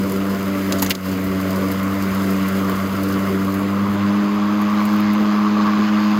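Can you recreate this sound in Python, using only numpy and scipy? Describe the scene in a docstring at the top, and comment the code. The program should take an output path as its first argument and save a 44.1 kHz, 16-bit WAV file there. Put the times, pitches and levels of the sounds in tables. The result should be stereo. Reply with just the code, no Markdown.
"""Battery mower on dry grass

Close up, from the handle, on a two-port microphone that the wind bumps now and then. The blade drones
on multiples of its pass rate, air roars from the side chute, the deck rumbles and cut stalks hiss.
A twig rattles through; later the grass thins, the blade speeds up and the air roar takes over."""
import sys
import numpy as np
from scipy import signal
from scipy.fft import rfft, irfft, next_fast_len
from scipy.io import wavfile
from scipy.ndimage import uniform_filter1d, minimum_filter1d

SR = 44100
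rng = np.random.default_rng(int(sys.argv[2]) if len(sys.argv) > 2 else 0)


def transcribe(u):
    """Save the signal u as a 16-bit wav file named by the first command-line argument.

    u: samples, shape (n,) or (channels, n), limited to [-1, 1]; the rate is SR.
    q: integer samples, one column per channel.
    """
    v = np.clip(np.atleast_2d(u).T, -1, 1)
    q = np.round(v * 32767).astype(np.int16)
    wavfile.write(sys.argv[1], SR, q)


N = 272979

# Blade: t/s, pass rate/Hz, first harmonic/dB, second harmonic/dB
BLADE_TRACK = [(0, 97.5, -32, -21), (.12, 96.5, -35, -23.5), (.25, 97.54, -36, -21.5),
               (.55, 97.6, -34.5, -22.5), (1.05, 94.34, -32, -24.5), (1.6, 95.5, -31.5, -22),
               (2.0, 97.64, -32, -22.5), (2.28, 96.4, -33, -20), (2.9, 96.6, -32, -22.5),
               (3.2, 97.64, -31.5, -22), (3.36, 96.5, -30.5, -20.5), (3.62, 97.96, -31, -23),
               (3.82, 99.86, -30.5, -18.5), (4.08, 101.2, -28.5, -17), (4.45, 103, -36.5, -18.5),
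               (4.8, 104.2, -38, -17.5), (5.07, 103.9, -34.5, -16), (5.25, 104.2, -40.5, -16.5),
               (6.19, 105, -38, -16.5)]
# Strong harmonics: number, phase/rad, pan/dB (always left minus right), left lead in thin grass/rad
STRONG_HARMONICS = [(1, .5, 5.5, 1.3), (2, 0, 1.2, -.09), (3, 3.1, 1.3, -.26), (4, 2.7, .8, -1.2)]
# Weak harmonics: number, level in thick grass/dB, level in thin grass/dB
WEAK_HARMONICS = [(5, -39.5, -44), (6, -40, -39), (7, -44, -52), (10, -54, -35), (11, -59, -36.5),
                  (12, -46, -50.5)]
# Brief fades of one harmonic: t/s, number, depth/dB, half length/s
HARMONIC_FADES = [(0.015, 3, -9, 0.028), (0.143, 3, -16, 0.036), (0.388, 3, -12, 0.077),
                  (0.985, 3, -10, 0.077), (1.582, 3, -14, 0.027), (1.779, 3, -6, .05),
                  (2.121, 3, -13, 0.055), (2.518, 3, -14, 0.028), (2.78, 3, -14, 0.058),
                  (2.93, 3, -15, 0.039), (3.29, 3, -23, 0.032), (3.85, 3, -7.5, .1), (4.7, 3, -7, 0.035),
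                  (4.866, 3, -8, 0.038), (5.35, 3, -1.5, .1), (.96, 1, -6.5, 0.049), (4.248, 1, -16, 0.094),
                  (3.965, 2, -3.5, 0.08), (1.048, 4, -12, 0.049), (1.898, 4, -8, 0.19),
                  (2.166, 4, -8, 0.034), (2.453, 4, -15, 0.024), (3.92, 4, -7, 0.17), (4.78, 4, -10, 0.13),
                  (5.32, 4, -13, .04), (6.05, 4, -15, .12)]
# Mowing noise: t/s, deck rumble/dB, chute roar/dB, stalk hiss/dB, chute howl/dB, howl pan/dB
NOISE_LEVELS = [(0, -30, -34, -38, -37.5, -4), (.4, -29, -33, -40.5, -34.5, -1),
                (.85, -27, -31.5, -36.5, -35.5, -0.5), (1.25, -30, -34, -40.5, -37, -3),
                (1.5, -30, -32, -37, -32.5, -2), (1.9, -31, -32, -40.5, -33, -2),
                (2.25, -28.5, -31, -37.5, -34.5, -1.5), (2.65, -29.5, -31, -38, -31.5, -1),
                (3.2, -30, -32.5, -39, -35.5, -0.5), (3.5, -29.5, -32.5, -42, -33.5, -1),
                (3.75, -31, -33, -48, -29, 0), (4.12, -32, -31.5, -53, -32, -0.5),
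                (4.5, -34, -31.5, -50, -29, -2.5), (4.9, -33.5, -29.5, -46, -29.5, -6),
                (5.2, -31.5, -29.5, -55, -32, -14), (5.47, -33.5, -30, -56, -28.5, -10),
                (5.75, -32.5, -28.5, -56, -29, -6.5), (6.19, -33.5, -28, -47.5, -31.5, -10)]
# Noise spectra: f/Hz, relative density/dB
THICK_GRASS_ROAR = [(500, -36), (850, -7), (1150, -11.5), (1350, 2.5), (1750, -5.5), (2050, -3),
                    (2500, -11), (2800, -8), (3900, -16), (4800, -19), (6200, -20.5), (7500, -24),
                    (9000, -32), (16000, -52)]
THIN_GRASS_ROAR = [(450, -46), (800, 1.5), (1100, -9.5), (1500, 0), (1800, -6.5), (2050, -7), (2900, -10),
                   (4000, -13.5), (5000, -13), (6200, -17.5), (7500, -28.5), (9000, -53), (13500, -52),
                   (16000, -56)]
CHUTE_HOWL = [(600, -37), (900, 1.5), (1100, 12), (1300, 7), (1700, -67)]
DECK_RUMBLE = [(20, -45), (38, -29), (60, -11), (85, 3), (150, 4), (250, 12.5), (450, 7), (650, 4.5),
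               (800, -7), (1100, -22)]
STALK_HISS = [(1500, -6), (3000, -7.5), (5000, 10.5), (7000, 2), (8200, 4.5), (10000, 3), (12500, -0.5),
              (14000, 6), (15500, -0.5), (17000, -33.5)]
# Blade on twig and hard stalks: t/s, peak rms level/dB, colour centre/Hz, t60/s, rise/s
BLADE_STRIKES = [(.095, -30, 11000, .03, .002), (.119, -26, 11000, .025, .002),
                 (.7215, -14.5, 4200, .036, .003), (.784, -25, 6800, .03, .002),
                 (.794, -25, 4800, .05, .002), (.8205, -14, 11000, .035, .0015),
                 (.8245, -14, 900, .045, .002), (.8445, -24, 12000, .035, .002),
                 (.860, -22, 5000, .06, .004), (.8965, -17, 12000, .025, .0015),
                 (.903, -9.5, 2900, .045, .007), (.950, -15.5, 4000, .025, .002),
                 (1.239, -32, 14000, .05, .004), (1.715, -24, 13000, .025, .002),
                 (1.828, -32, 12000, .05, .004), (2.146, -29, 11000, .03, .002),
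                 (2.305, -30, 12000, .035, .002), (2.484, -28, 11000, .035, .002),
                 (2.695, -27, 14000, .035, .002), (2.717, -32, 4000, .03, .002),
                 (3.032, -27, 12000, .035, .002), (3.139, -32, 3500, .03, .002),
                 (3.54, -31, 12000, .05, .002), (4.615, -34, 13000, .035, .002),
                 (4.852, -31, 12000, .06, .002), (4.93, -37, 13000, .05, .004),
                 (4.96, -37, 13000, .04, .003), (5.0, -34, 13000, .035, .002),
                 (5.131, -32, 13000, .04, .004)]
# One twig knock, then low wind bumps on the ports: t/s, level/dB, f/Hz, t60/s, pan/dB
THUMPS = [(.8245, -12, 880, 0.034, 0), (1.92, -31, 79.7, 0.19, -10), (2.1, -29, 66.35, 0.21, 6),
          (3.799, -39, 106.6, 0.22, -19), (3.859, -33, 90, 0.16, -12)]
# Likeness of left and right, the highest treble heard in mono: f/Hz, coherence/0-1
STEREO_LIKENESS = [(40, .4), (100, .9), (250, .98), (600, .85), (830, .55), (1150, .9), (1750, .6),
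                   (2800, .72), (4000, .25), (4800, .65), (5500, .2), (6000, .6), (7300, .3), (9000, .86),
                   (10800, .35), (11800, .985)]
# Phase between left and right: f/Hz, left lead/rad
STEREO_LEAD = [(500, 0), (1100, -.1), (1550, -.9), (2100, -.1), (2900, 1.4), (5000, 1.2), (5700, 3.6),
               (7000, 5.8), (7600, 3.7), (9200, 3.1), (10300, 2.4), (11300, .1), (11800, 0)]
# Balance of left and right: f/Hz, pan/dB
STEREO_PAN = [(45, 0), (80, 4), (120, 4), (180, 1.3), (650, 2), (1000, 0), (2500, -1.5), (4300, 0),
              (4800, 2), (7500, 1), (9000, -1), (11000, 0)]
# Shadow of the recorder's body: f/Hz, width/Hz, depth/dB
BODY_SHADOW = (5580, 214, -7.5)

FREE_HZ, SAG_HZ = 105, 8  # unloaded pass rate, and its drop in thick grass
THIRD_DB, FOURTH_DB = (-26, -27), (-35, -38)  # harmonics in (thick, thin) grass
CHUTE_PAN_DB = -3.5
THRESHOLD_DB, RECOVER_DB_PER_S, BAND_LIMIT_HZ = -24.5, 120, 15850
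SIDES = np.array([[.5], [-.5]])  # splits a pan or a phase lead between left and right


def blade_drone(turn, first_db, second_db, thick):
    """Pressure pulses of the passing blade tips: strong harmonics, weak ones wavering with the grass."""
    fourth_db = by_grass(FOURTH_DB, thick) + 3 * wander(7.1)
    strong_db = [first_db, second_db, by_grass(THIRD_DB, thick), fourth_db]
    t, out = np.arange(N) / SR, np.zeros((2, N))
    for (k, phase, pan_db, lead), db in zip(STRONG_HARMONICS, strong_db):
        fade_db = sum(depth * np.exp(-((t - s) / half) ** 2)
                      for s, number, depth, half in HARMONIC_FADES if number == k)
        angle = k * turn + phase + .32 * wander(4.5) + lead * (1 - thick) * SIDES
        out += gain_of(db + fade_db + .81 * wander(20) + pan_db * SIDES) * np.cos(angle)
    lead = (.3 + .5 * (1 - thick) + .25 * wander(1.5)) * SIDES  # the source shifts across the ports
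    for k, *levels_db in WEAK_HARMONICS:
        db = by_grass(levels_db, thick) + (1.07 + 2.4 * thick) * wander(12.4)
        jitter = (.046 * k + .4 * thick) * wander(17)
        out += gain_of(db) * np.cos(k * turn + jitter + 2 * np.pi * rng.random() + lead)
    return np.sqrt(2) * out


def chute_air(roar_db, howl_db, howl_pan_db, turn, thick):
    """Air leaves the side chute in one puff a pass and howls in its mouth; thick grass smears the puffs."""
    puffs = 1 + (.25 - .13 * thick) * np.cos(turn + 1.1)
    flutter_db = 1.5 * wander(30)  # the jet flaps in the mouth
    howl = gain_of(howl_db + flutter_db + howl_pan_db * SIDES) * stereo_noise(CHUTE_HOWL, patchy_db=1.25)
    rush = np.sqrt(thick) * stereo_noise(THICK_GRASS_ROAR, patchy_db=1.35)
    rush += np.sqrt(1 - thick) * stereo_noise(THIN_GRASS_ROAR, patchy_db=1.3)
    roar = gain_of(roar_db + .7 * wander(28) + CHUTE_PAN_DB * SIDES) * rush
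    return (roar + howl) * puffs


def deck_rumble(db, turn):
    """Clippings and air tumble inside the housing, stirred at each pass."""
    surge_db = 1.2 * wander(10)
    return gain_of(db + surge_db) * stereo_noise(DECK_RUMBLE, patchy_db=2.5) * (1 + .011 * np.cos(turn))


def stalk_hiss(db, turn):
    """Many tiny snaps of cut stalks, a few of them large, merge into a hiss."""
    snap_db = 6.7 * np.minimum(rng.exponential(1, N), 2.8)
    snaps = gain_of(snap_db) * (rng.random(N) < 90 / SR)  # about 90 a second
    decay = gain_of(-60 * np.arange(900) / SR / .023)
    grain = evened(1 + .21 * signal.oaconvolve(snaps, decay)[:N])
    spray = stereo_noise(STALK_HISS, patchy_db=.8)
    return gain_of(db + 1.2 * wander(13)) * spray * grain * (1 + .1 * np.cos(turn + .8))


def blade_strikes():
    """The blade meets a twig or hard stalk: a short crackling burst around its own colour."""
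    crack = stereo_noise([(300, -14), (1200, -6), (3000, 2), (6500, 2), (9000, -2), (16000, -2)],
                         patchy_db=1.5)
    jerks_db = 2.2 * evened(uniform_filter1d(rng.standard_normal(N), size=30))  # wood breaks in jerks
    crack *= gain_of(jerks_db)
    size = 4096
    out, t, hz = np.zeros((2, N + size)), np.arange(size) / SR, np.fft.rfftfreq(size, 1 / SR)
    for s, db, centre_hz, t60, rise in BLADE_STRIKES:
        at = round(s * SR)
        colour_db = 13 * np.exp(-(np.log((hz + 1) / centre_hz) / .7) ** 2)
        burst = irfft(rfft(crack[:, at:at + size]) * gain_of(colour_db))
        swell = np.minimum(t / rise, 1) * gain_of(-60 * np.maximum(t - rise, 0) / t60)
        out[:, at:at + size] += gain_of(db) * evened(burst * swell) * np.sqrt(np.mean(swell ** 2))
    return out[:, :N]


def thumps():
    """Low wind bumps on the microphone ports, and one higher knock from the twig."""
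    t, out = np.arange(N) / SR, np.zeros((2, N))
    for s, db, hz, t60, pan_db in THUMPS:
        age = np.maximum(t - s, 0)
        tone = np.sin(2 * np.pi * hz * age) * np.minimum(age * hz, 1)
        out += gain_of(db - 60 * age / t60 + pan_db * SIDES) * tone
    return out


def stereo_noise(spectrum, patchy_db):
    """Noise of rms 1 with drifting patches, partly alike in left and right."""
    frames, hz = N // 256 + 5, np.fft.rfftfreq(1024, 1 / SR)
    a, b, c, d, patches = rng.standard_normal((frames, 513, 5)).T
    patches = uniform_filter1d(patches, size=12, axis=0)  # across frequency
    patches = evened(uniform_filter1d(patches, size=10, axis=1))  # across time
    right, unrelated = a + 1j * b, c + 1j * d
    alike = at_hz(STEREO_LIKENESS, hz)
    left = alike * right * np.exp(1j * at_hz(STEREO_LEAD, hz)) + np.sqrt(1 - alike ** 2) * unrelated
    tilt = gain_of(at_hz(STEREO_PAN, hz) / 2)
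    pair = np.array([left * tilt, right / tilt]) * gain_of(at_hz(spectrum, hz) + patchy_db * patches)
    return evened(signal.istft(pair, nperseg=1024, noverlap=768)[1][:, :N])


def wander(rate_hz):
    """Random drift of rms 1, mostly slower than the given rate."""
    steps = np.arange(2048)
    rolloff = 1 + (steps[:1025] * SR / N / rate_hz) ** 4
    slow = irfft(rfft(rng.standard_normal(2048)) / rolloff)
    return np.interp(np.linspace(0, 2047, N), steps, evened(slow))


def by_grass(levels, thick):
    """Blends a (thick grass, thin grass) pair."""
    return thick * levels[0] + (1 - thick) * levels[1]


def gain_of(db):
    """Decibels to a factor."""
    return 10 ** (np.asarray(db) / 20)


def evened(x):
    """Scales to rms 1."""
    return x / np.sqrt(np.mean(abs(x) ** 2) + 1e-20)


def at_hz(points, hz):
    """Reads a table on a log-frequency axis, as a column."""
    f, value = np.transpose(points)
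    return np.interp(np.log(hz + 1), np.log(f + 1), value)[:, None]


def curves(rows):
    """Each column of a timed table as a value per sample."""
    s, *columns = np.transpose(rows)
    return [np.interp(np.arange(N) / SR, s, c) for c in columns]


def scene():
    """The mower from the handle, its drone and noise pulsing with the blade."""
    pass_hz, first_db, second_db = curves(BLADE_TRACK)
    rumble_db, roar_db, hiss_db, howl_db, howl_pan_db = curves(NOISE_LEVELS)
    turn = 2 * np.pi * np.cumsum(pass_hz) / SR  # one cycle a blade pass
    thick = np.clip((FREE_HZ - pass_hz) / SAG_HZ, 0, 1)  # thick grass slows the blade
    hum = blade_drone(turn, first_db, second_db, thick) + deck_rumble(rumble_db, turn)
    air = chute_air(roar_db, howl_db, howl_pan_db, turn, thick)
    return hum + air + stalk_hiss(hiss_db, turn) + blade_strikes() + thumps()


def record(dry):
    """At the microphone: the body's shadow, gain control that ducks after bright peaks, a band limit."""
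    size = next_fast_len(N)
    hz = np.fft.rfftfreq(size, 1 / SR)
    dip_hz, width_hz, dip_db = BODY_SHADOW
    shadow = gain_of(dip_db * np.exp(-((hz - dip_hz) / width_hz) ** 2))
    heard = irfft(rfft(dry, size) * shadow, size)[:, :N]
    bright = signal.sosfilt(signal.butter(2, [1800, 5000], "band", fs=SR, output="sos"), heard)
    power = signal.lfilter([.001], [1, -.999], (bright ** 2).mean(0))
    over_db = np.maximum(10 * np.log10(power + 1e-12) - THRESHOLD_DB, 0)
    held_db = -minimum_filter1d(-over_db, size=4001, origin=2000)  # holds for 90 ms
    fall_db = np.arange(N) * RECOVER_DB_PER_S / SR
    released_db = np.maximum.accumulate(held_db + fall_db) - fall_db
    late_db = uniform_filter1d(np.r_[np.zeros(350), released_db[:-350]], size=501, origin=250)
    ducked = heard / gain_of(.9 * late_db)
    lowpass = signal.firwin(511, BAND_LIMIT_HZ, window=("kaiser", 9), fs=SR)
    return signal.oaconvolve(ducked, lowpass[None], "same")


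dry = scene()
out = record(dry)
transcribe(out)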